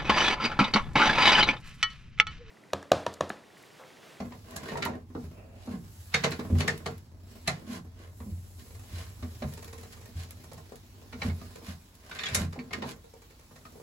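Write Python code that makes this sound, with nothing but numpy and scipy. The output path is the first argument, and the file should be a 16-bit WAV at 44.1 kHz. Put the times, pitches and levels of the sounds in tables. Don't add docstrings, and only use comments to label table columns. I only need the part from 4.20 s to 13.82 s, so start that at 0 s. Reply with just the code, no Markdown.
import sys
import numpy as np
from scipy import signal
from scipy.fft import rfft, irfft, next_fast_len
from scipy.io import wavfile
from scipy.ndimage import uniform_filter1d, map_coordinates

SR = 44100
rng = np.random.default_rng(int(sys.argv[2]) if len(sys.argv) > 2 else 0)


def wav_record(signal):
    frames = np.transpose(np.atleast_2d(signal))
    bounded = np.clip(frames, -1, 1)
    quanta = np.round(bounded * 32767).astype(np.int16)
    wavfile.write(sys.argv[1], SR, quanta)


N = 424241
TIME = np.arange(N) / SR
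AGE = np.arange(SR // 3) / SR


def amp(db):
    return 10 ** (np.asarray(db) / 20)


def unit(x):
    return x / np.sqrt(np.mean(x ** 2) + 1e-20)


def onset_unit(x):
    return x / np.sqrt(np.mean(x[:, :530] ** 2) + 1e-20)


def along(points, hz):
    f, v = np.transpose(points)
    return np.interp(np.log(hz + 1), np.log(f + 1), v)


def over_time(points):
    return np.interp(TIME, *np.transpose(points))


def wobble(rate):
    knots = rng.standard_normal(int(N * rate / SR) + 4)
    return map_coordinates(knots, [TIME * rate])


def noise(size):
    return rng.standard_normal((2, size))


def grains(rate, scatter_db):
    strikes = rng.random(N) < rate / SR
    sizes = strikes * amp(scatter_db * np.minimum(rng.exponential(size=N), 2.5))
    envelope = signal.lfilter([1], [1, -np.exp(-1 / 130)], sizes)
    return unit(envelope * noise(N))


def filtered(x, response):
    n = x.shape[-1]
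    m = next_fast_len(n + 8192)
    return irfft(rfft(x, m) * response(np.fft.rfftfreq(m, 1 / SR)), m)[..., :n]


def band(x, edges_hz, kind):
    return signal.sosfilt(signal.butter(3, edges_hz, kind, fs=SR, output="sos"), x)


def resonate(x, modes):
    def response(hz):
        total = 0
        for k, (centre, width, db) in enumerate(modes):
            damping = 1j * hz * width
            total = total + (-1) ** k * amp(db) * damping / (centre * centre - hz * hz + damping)
        return total
    return filtered(x, response)


# (frequency [Hz], correlation)
ALIKENESS = [(60, 0.96), (130, 0.95), (290, 0.91), (640, 0.52), (1400, 0), (3100, 0)]


def spread(pair, spectrum):
    def gains(hz):
        turn = np.arccos(np.clip(along(ALIKENESS, hz), -1, 1)) / 2
        return amp(along(spectrum, hz)) * np.array([np.cos(turn), np.sin(turn)])
    mid, side = filtered(pair, gains)
    return unit(np.array([mid + side, mid - side]))


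def ripple(x, depth_db, spacing_hz):
    heights = rng.standard_normal(1024)
    return filtered(x, lambda hz: amp(depth_db * map_coordinates(heights, [hz / spacing_hz], mode="wrap")))


def patchy(x, depth_db):
    z = signal.stft(x, nperseg=512)[2]
    field = rng.standard_normal(z.shape[1:])
    field = uniform_filter1d(field, size=9, axis=0)
    field = uniform_filter1d(field, size=10, axis=1)
    return signal.istft(z * amp(depth_db * unit(field)), nperseg=512)[1][:, :N]


def swell_of(x, s, half):
    near = np.abs(TIME - s) < .3
    return TIME[near][0], x[:, near] * np.exp(-((TIME[near] - s) / half) ** 2)


def add(track, s, sound):
    start = max(round(s * SR), 0)
    part = track[:, start:start + sound.shape[1]]
    part += sound[:, :part.shape[1]]


# (frequency [Hz], relative level per Hz [dB])
AIR_COLOUR = [(20, 3.5), (90, -4.5), (230, -12.5), (330, -14.5), (480, -25), (900, -20), (1500, -31),
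              (8000, -43), (16000, -49)]


def room_air(level_db=-57):
    return amp(level_db) * spread(noise(N), AIR_COLOUR)


# (frequency [Hz], relative level per Hz [dB])
RUMBLE_COLOUR = [(20, -30), (45, -15), (68, -10), (85, 0), (102, -1.5), (135, -17), (200, -19), (320, -58),
                 (600, -97)]
# (time [s], relative level [dB])
RUMBLE_COURSE = [(0, -56.5), (1.2, -53.5), (2.3, -49.5), (2.85, -52), (3.8, -53.5), (4.2, -49), (5.25, -48),
                 (6.75, -56), (7.15, -47), (7.65, -65.5), (8.25, -56), (9.05, -65.5), (9.62, -62)]


def frame_rumble():
    return amp(over_time(RUMBLE_COURSE) - 2) * spread(noise(N), RUMBLE_COLOUR)


def roller_taps(link_rate=19):
    wandering_rate = link_rate * np.exp(0.39 * wobble(14))
    links = np.floor(np.cumsum(wandering_rate) / SR)
    landings = np.diff(links, prepend=links[0]) * amp(2.5 * wobble(30))
    return signal.lfilter([1], [1, -np.exp(-1 / (.01 * SR))], landings)


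# (time [s], relative level [dB])
SPEED_DB = [(0, 1), (.56, 1), (.85, -12.5), (1.02, 3), (1.3, -9.5), (1.8, 4), (2.3, 5), (2.72, 1.5),
            (2.96, -9), (3.12, 4.5), (3.5, -1), (3.72, -6), (4.7, 3), (5.35, 6), (6.75, 1), (7.25, 7),
            (7.75, -1.5), (9.62, 0.5)]
# (time [s], relative level [dB])
PRESSURE_DB = [(0, 15), (.24, -6.5), (.58, 14), (.85, 4.5), (1.4, 2.5), (1.88, -12), (2.08, 14.5),
               (2.52, 15.5), (2.8, -5), (3.449, 2.5), (4.25, -5.5), (5.402, -4), (6.7, -5.5), (7.3, -1.5),
               (7.75, -10), (8.2, -11), (8.68, 15.5), (8.88, -20), (9.62, -0.5)]
# (frequency [Hz], relative level per Hz [dB])
ROLLER_COLOUR = [(60, -4), (160, 6), (310, 2), (480, -0.5), (750, -7.5), (1200, -9), (2200, -16.5),
                 (4000, -27.5), (9000, -31.5)]
# (frequency [Hz], width [Hz], relative level [dB])
GUIDE_MODES = [(230, 110, -6), (460, 55, -2.5), (622, 50, -7), (860, 60, -12), (1040, 55, -11),
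               (1175, 96, -5)]


def rollers(taps, level_db=-59, speed_share=0.43):
    rolling = (taps + .1) * noise(N)
    rolling = spread(patchy(rolling, depth_db=0.5), ROLLER_COLOUR)
    rolling = unit(rolling + 1.22 * unit(resonate(rolling, GUIDE_MODES)))
    return amp(level_db + over_time(PRESSURE_DB) + speed_share * over_time(SPEED_DB)) * rolling


# (frequency [Hz], relative level per Hz [dB])
GREASE_COLOUR = [(500, 7.5), (2000, 6.5), (5000, 7), (7500, 4), (11000, 3), (15500, 2.5)]


def grease(taps, level_db=-63):
    crackle = noise(N) * (1 + .6 * taps) + .5 * grains(rate=260, scatter_db=4)
    crackle = spread(patchy(crackle, depth_db=1.5), GREASE_COLOUR)
    return amp(level_db + over_time(SPEED_DB)) * crackle


# (time [s], mean hiss level [dB])
GLIDE_COURSE = [(0, -92), (1.3, -80), (1.8, -61.5), (2.6, -72), (2.92, -100), (3.25, -82.5), (3.6, -102),
                (4.0, -62), (5.4, -66), (6.6, -105), (7.6, -69), (8.8, -85), (9.62, -67)]
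# (frequency [Hz], relative level per Hz [dB])
HISS_COLOUR = [(2000, -25), (5000, -9), (7500, -1), (11500, -1), (15500, -5), (17000, -10)]


def glide():
    return amp(over_time(GLIDE_COURSE) + wobble(4.5)) * spread(noise(N), HISS_COLOUR)


# (frequency [Hz], relative level [dB], time to fall 60 dB [s])
ARM_MODES = [(1172, -6.5, 0.12), (1380, -6.5, 0.21), (1555, -0.5, 0.054), (1844, 4, 0.059),
             (2090, -3, 0.14), (2297, 2, 0.091), (2402, -2.5, 0.071), (2590, 2, 0.058), (2914, -5, 0.099),
             (3720, -2, 0.13), (3870, -15, 0.12), (4060, 6, 0.043), (4310, -6, 0.082), (4430, -1, 0.13),
             (4910, -8, 0.12), (6120, -10.5, 0.12), (6960, -4, 0.081)]
# (frequency [Hz], relative level per Hz [dB])
STEEL_COLOUR = [(300, -21), (700, -5), (1100, -6.5), (2000, 6), (3000, 0), (4200, -2.5), (5500, -1),
                (7500, -1.5), (11000, -5), (16000, -26.5)]
# (nominal delay [s], relative level [dB])
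PLATE_CONTACTS = [(0, -4), (.0024, -1), (.0062, 3.5)]
RINGING = np.array([np.exp(2j * np.pi * hz * AGE) * amp(-60 * AGE / t60) for hz, db, t60 in ARM_MODES])


def clack(crack_t60=0.019, tail_t60=0.29, tail_db=-11, ring_db=-8.5, guide_db=-14, swell_s=.002):
    stagger = rng.uniform(.8, 1.2)
    crack = 0
    for delay, db in PLATE_CONTACTS:
        since = AGE - delay * stagger
        crack = crack + (since >= 0) * amp(db - 60 * np.abs(since) / crack_t60)
    swell = 1 - np.exp(-(AGE / swell_s) ** 2)
    blur = unit(ripple(spread(noise(len(AGE)), STEEL_COLOUR), depth_db=0.5, spacing_hz=71.25))
    blur = blur * np.hypot(crack, amp(tail_db - 60 * AGE / tail_t60) * swell)
    hz, db, t60 = np.transpose(ARM_MODES)
    phase = rng.uniform(0, 2 * np.pi, len(hz)) + rng.normal(0, 1.0, (2, len(hz)))
    strength = amp(db + rng.normal(0, 4.5, len(hz))) * np.exp(1j * phase)
    stretch = 1 + .003 * rng.standard_normal()
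    ring = np.array([np.interp(AGE * stretch, AGE, side) for side in (strength @ RINGING).imag]) * swell
    knock = resonate(crack * noise(len(AGE))[:1], GUIDE_MODES)
    return blur + amp(ring_db) * onset_unit(ring) + amp(guide_db) * onset_unit(knock)


# (multiple of its note, relative level [dB], time to fall 60 dB [s])
LINK_MODES = [(0.996, 13, 0.035), (1.025, 2, 0.046), (1.959, -9, 0.11), (2.03, 5, 0.013)]


def link_ring(note_hz, attack_s=0.00021, apart=0.91):
    ratio, db, t60 = np.transpose(LINK_MODES)[..., None]
    age = AGE[:SR // 6]
    phase = rng.uniform(0, 2 * np.pi, ratio.shape) + apart * rng.standard_normal((2, *ratio.shape))
    modes = amp(db - 60 * age / t60) * np.sin(2 * np.pi * note_hz * ratio * age + phase)
    return onset_unit(modes.sum(axis=1) * (1 - np.exp(-age / attack_s)))


# (start [s], end [s], gap [s], mean relative level [dB])
EVEN_RUNS = [(4.464, 4.64, 0.043, -53), (5.324, 5.66, 0.0515, -45), (5.77, 5.87, 0.043, -52),
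             (9.02, 9.2, 0.087, -52)]


def link_runs(knock_db=-1.5, bright_db=0.5, scatter_db=2.5, note_hz=475, note_db=-10.5):
    rows = []
    for start, end, gap, db in EVEN_RUNS:
        for s in np.arange(start, end, gap):
            level = db + rng.normal(0, scatter_db)
            note = note_hz * np.exp(rng.normal(0, 0.055))
            rows.append((s, level, knock_db, bright_db, note, note_db))
    return rows


# (time [s], relative level [dB],
# knock band trim [dB], bright band trim [dB], note of the link [Hz], note re the hit's level [dB])
CLACK_HITS = [(0.0034, -37, 4.5, -12, 603, -6.5), (0.1223, -43.5, 0, -24, 993, -8),
              (0.337, -56, 11, -20, 1880, -3), (0.363, -37, 1, 8, 1650, -12),
              (0.486, -44, 3, -20, 1860, -4), (0.52, -37, 7, -20, 450, -5), (0.556, -41.5, 7, -25, 953, 5),
              (0.574, -34.5, -5, -3.5, 674, -4.5), (0.6253, -20.5, -15, -18, 2170, -36),
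              (0.6517, -27.5, -4, -12, 1995, -18), (0.661, -41, 12, -1, 950, 7.5),
              (0.736, -57.5, 16, -27, 1850, 2), (0.9513, -47, 16.5, -29, 674, 2),
              (1.475, -54, 14.5, -20, 520, 1), (1.9428, -13.5, -10, -13, 2180, -13),
              (2.0397, -14.5, -6, -13, 1910, -26), (2.118, -26, -10, -9.5, 2000, -26),
              (2.1943, -35, 2.5, -17.5, 1067, -13), (2.3005, -59.5, 9, -22, 524, 16.5),
              (2.4055, -21, -6.5, -8.5, 2100, -31), (2.4799, -16.5, -8, -9.5, 1776, -13.5),
              (2.6615, -25.5, -1.5, -9.5, 744, -12.5), (3.2774, -17, -4, -5.5, 4170, -18.5),
              (4.0036, -48.5, 7, -13, 970, -5.5), (5.027, -40, 0.5, -14, 564, -16),
              (5.2227, -34.5, 2, -30, 610, -4), (6.241, -49, 3.5, 3.5, 467, -8),
              (6.3169, -46.5, 5.5, -1, 483, -3), (6.521, -51.5, 8, -2, 478, 5.5),
              (6.379, -48.5, 5.5, 2.5, 440, -8), (6.8183, -67, 11, -10, 476, 6),
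              (6.928, -36.5, -2.5, -16, 1410, -18), (7.0193, -27, -3, -31, 2260, -9.5),
              (7.0989, -42.5, 0.5, -30, 2200, -5), (7.215, -48, 4.5, -20, 1220, -6),
              (7.358, -43.5, -2.5, -1, 495, -5), (7.417, -55.5, 6, -11, 457, 0),
              (7.9143, -34, -9.5, -34, 1500, -10), (7.957, -37.5, -17, -25, 1570, -15),
              (7.9894, -26.5, -23, -31, 3560, -15.5), (8.0361, -24.5, -15.5, -16, 3545, -14.5),
              (8.058, -34.5, -14, -7, 3340, -2), (8.086, -30.5, -8, -7.5, 3600, -13),
              (8.1485, -18, -11.5, 6, 2270, -25), (8.328, -40, -3, -5.5, 1210, -12),
              (8.358, -48.5, 11.5, -24, 762, -14), (8.391, -39.5, -1, -27, 2246, -7),
              (8.5095, -40.5, 2.5, -35, 2100, -9), (8.533, -23.5, -10, -13, 2195, -13.5),
              (8.623, -30, -3.5, -19, 997, -11), (8.638, -39.5, 1, -25, 854, -2),
              (8.843, -63.5, 10, -14, 478, 10), (8.938, -55.5, 4, 4, 465, 3.5),
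              (9.3114, -59, 10.5, -12, 1148, -6), (9.3597, -46.5, -2, -3, 484, -20),
              (9.4533, -45, -4.5, -22, 1230, -5.5), (9.556, -57, 6, -4, 480, 2), (9.6, -56, 6, 4, 460, 6.5)]


def clacks(knock_db=-10, clink_db=-11, bright_db=-12, lead_in_db=-25, lead_in_s=0.0092):
    track = np.zeros((2, N))
    before = AGE[:SR // 20]
    for s, db, knock, bright, note_hz, note_db in CLACK_HITS + link_runs():
        hit = clack()
        low = amp(knock + knock_db) * onset_unit(band(hit, [390, 1000], "bandpass"))
        middle = amp(clink_db) * onset_unit(band(hit, [1000, 5000], "bandpass"))
        high = amp(bright + bright_db - 60 * AGE / .5) * onset_unit(band(hit, 5500, "highpass"))
        add(track, s - .0028, amp(db) * (low + middle + high))
        add(track, s, amp(db + note_db) * link_ring(note_hz))
        lead_in = unit(band(noise(len(before)), [600, 4000], "bandpass"))
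        lead_in = lead_in * np.exp((before - before[-1]) / lead_in_s)
        add(track, s - before[-1], amp(db + lead_in_db) * lead_in)
    return track


# (time [s], relative level [dB], nominal pitch [Hz], frame boom trim [dB])
SLACK_SLAPS = [(0.003, -31.5, 199, -17), (0.95, -32, 276, -23), (1.035, -37.5, 170, 0.5),
               (1.474, -32, 223.6, -11), (1.538, -29, 183, -13.5), (1.592, -40, 168.5, -24),
               (2.3, -30, 252, 0), (2.323, -23, 189.3, 5.5), (2.356, -22.5, 153.4, 1.5),
               (3.487, -32, 219.7, -16), (3.548, -35, 182, -27), (4.002, -42.5, 220, 2),
               (4.062, -33, 206, -8), (4.118, -42, 162, 12.5), (4.728, -39.5, 168, 10.5),
               (5.025, -38, 243, 8), (5.218, -32.5, 224, -14), (5.248, -29.5, 148, 0),
               (5.956, -37, 150.5, 8.5), (6.937, -39.5, 235, -7), (7.047, -28, 225, 2.5),
               (7.076, -30, 153, 5), (7.48, -36, 185, 1.5), (8.112, -34, 129, 0), (8.168, -33, 195, 3),
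               (8.21, -23.5, 170, -1), (8.374, -35.5, 251, -22), (8.57, -39.5, 200, -6)]


def slaps(jolt_db=-5, jolt_hz=157.4, jolt_boom_db=-10.5):
    jolts = [(s, db + knock + jolt_db, jolt_hz, jolt_boom_db) for s, db, knock, *_ in CLACK_HITS]
    return SLACK_SLAPS + jolts


def thuds(t60=0.19, attack_s=0.0035, tone_db=1, shudder_db=-13, frame_hz=85, frame_db=-2, frame_t60=0.27):
    track = np.zeros((2, N))
    for s, db, hz, boom_db in slaps():
        pitch = hz * (.5 + .65 * np.exp(-AGE / .07))
        tone = np.sin(2 * np.pi * np.cumsum(pitch) / SR)
        colour = [(25, -25), (.5 * hz, -8), (hz, 0), (2 * hz, -7), (4 * hz, -24), (3000, -60)]
        shudder = spread(noise(len(AGE)), colour)
        flop = amp(-60 * AGE / t60) * (amp(tone_db) * tone + amp(shudder_db) * shudder)
        boom_hz = frame_hz * (1 + 0.035 * rng.standard_normal())
        boom = amp(boom_db + frame_db - 60 * AGE / frame_t60) * np.sin(2 * np.pi * boom_hz * AGE)
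        add(track, s, amp(db) * (1 - np.exp(-AGE / attack_s)) * (flop + boom))
    return track


# (centre time [s], half length [s], level before tilt [dB], brightness [dB per octave])
SLIDE_SWELLS = [(0.32, 0.06, -48, -4), (0.495, 0.077, -44, -3), (0.686, 0.081, -46.5, -8.5),
                (1.453, 0.094, -65.5, 4), (1.529, 0.03, -47.5, -5), (2.388, 0.023, -46.5, 0.5),
                (3.538, 0.046, -42.5, -0.5), (3.82, 0.057, -55, -2), (4.406, 0.02, -60.5, 3.5),
                (4.788, 0.078, -49, 1), (5.733, 0.0089, -53.5, 3.5), (6.006, 0.05, -55, 2.5),
                (7.054, 0.048, -43.5, -1), (7.493, 0.045, -47, 0.5), (8.02, 0.15, -49, -0.5),
                (8.192, 0.051, -39, -1), (8.692, 0.032, -48, 1.5)]
# (frequency [Hz], relative level per Hz [dB])
SLIDE_COLOUR = [(60, -36), (180, -13.5), (320, -14.5), (480, -8), (1000, -5.5), (2000, -5.5), (4000, -7.5),
                (7000, -13), (11000, -14.5), (16000, -26)]


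def slides(guide_db=-4, arm_db=-7):
    track = np.zeros((2, N))
    scrape = spread(1.01 * noise(N) + grains(rate=320, scatter_db=10), SLIDE_COLOUR)
    guide = unit(resonate(scrape, GUIDE_MODES))
    arm = unit(resonate(scrape, [(hz, 45, db) for hz, db, t60 in ARM_MODES]))
    friction = unit(scrape + amp(guide_db) * guide + amp(arm_db) * arm)
    for s, half, db, tilt in SLIDE_SWELLS:
        start, swell = swell_of(friction, s, half)
        tilted = filtered(swell, lambda hz: amp(db + tilt * np.log2(np.clip(hz, 200, 4000) / 1000)))
        add(track, start, tilted)
    return track


# (time [s], relative level [dB])
JOINT_TICKS = [(0.3086, -38.5), (0.3641, -28.5), (0.652, -26), (2.109, -34), (2.577, -35), (2.7802, -42.5),
               (5.3373, -33.5), (5.445, -33), (5.612, -42), (5.858, -41), (6.108, -32.5), (6.333, -37.5),
               (6.557, -38.5), (7.7523, -43.5)]


def ticks(trim_db=-7, t60=0.026):
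    track = np.zeros((2, N))
    for s, db in JOINT_TICKS:
        snap = spread(noise(len(AGE)), [(1000, 3), (4000, 4.5), (7000, 4.5), (12000, 6.5), (16000, 0)])
        add(track, s, snap * amp(db + trim_db - 60 * AGE / t60))
    return track


# (centre time [s], half length [s], level [dB])
CHATTER_SWELLS = [(0.51, 0.089, -52), (8.08, 0.076, -42)]


def chatter(rate=150, scatter_db=5):
    track = np.zeros((2, N))
    contacts = unit(band(spread(grains(rate, scatter_db), STEEL_COLOUR), [900, 5000], "bandpass"))
    modes = [(hz, np.log(1000) / (np.pi * t60), db) for hz, db, t60 in ARM_MODES]
    rattle = unit(contacts + unit(resonate(contacts, modes)))
    for s, half, db in CHATTER_SWELLS:
        add(track, *swell_of(amp(db) * rattle, s, half))
    return track


# (frequency [Hz], width [Hz], relative level [dB])
RUBBER_MODES = [(610, 90, 13), (2660, 260, 0)]
# (centre time [s], half length [s], level [dB])
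GLOVE_RUBS = [(1.192, 0.062, -58.5), (1.403, 0.13, -60.5)]


def glove():
    track = np.zeros((2, N))
    rubber = unit(resonate(spread(noise(N), [(500, 0), (5000, 0)]), RUBBER_MODES))
    for s, half, db in GLOVE_RUBS:
        add(track, *swell_of(amp(db) * rubber, s, half))
    return track


# (frequency [Hz], time to fall 60 dB [s])
ROOM_DECAY = [(150, 0.38), (400, 0.15), (1000, 0.18), (2800, 0.069), (7300, 0.12), (15000, 0.05)]


def workshop(x):
    hz, t, z = signal.stft(noise(SR // 2), SR, nperseg=256)
    decay = amp(-60 * t / along(ROOM_DECAY, hz)[:, None])
    tail = signal.istft(z * decay, SR, nperseg=256)[1]
    tail = spread(tail, [(60, -14.5), (400, 0.5), (4000, -0.5), (16000, -7.5)]) / np.sqrt(tail.shape[1])
    return signal.fftconvolve(x, np.pad(tail, ((0, 0), (260, 0))), axes=1)[:, :N]


def scene():
    taps = roller_taps()
    running = frame_rumble() + rollers(taps) + grease(taps) + glide()
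    chain = running + clacks() + thuds() + slides() + ticks() + chatter() + glove()
    balance = amp([[-.4], [.4]])
    return (chain + amp(-6) * workshop(chain) + room_air()) * balance


def ports(x, alike_hz=11350, period_hz=4400):
    def gains(hz):
        depth = np.interp(hz, [5500, 9000], [0, .99])
        swing = depth * np.cos(2 * np.pi * (hz - alike_hz) / period_hz)
        return np.sqrt([1 + swing, 1 - swing])
    mid, side = filtered(np.array([x[0] + x[1], x[0] - x[1]]) / 2, gains)
    return np.array([mid + side, mid - side])


def record(dry, top_hz=15900):
    bass = [(25, -21.5), (45, 4.0), (70, 2.5), (130, 0.5)]  # (frequency [Hz], gain [dB])
    return filtered(ports(dry), lambda hz: (hz < top_hz) * amp(along(bass, hz)))


dry = scene()
out = record(dry)
wav_record(out)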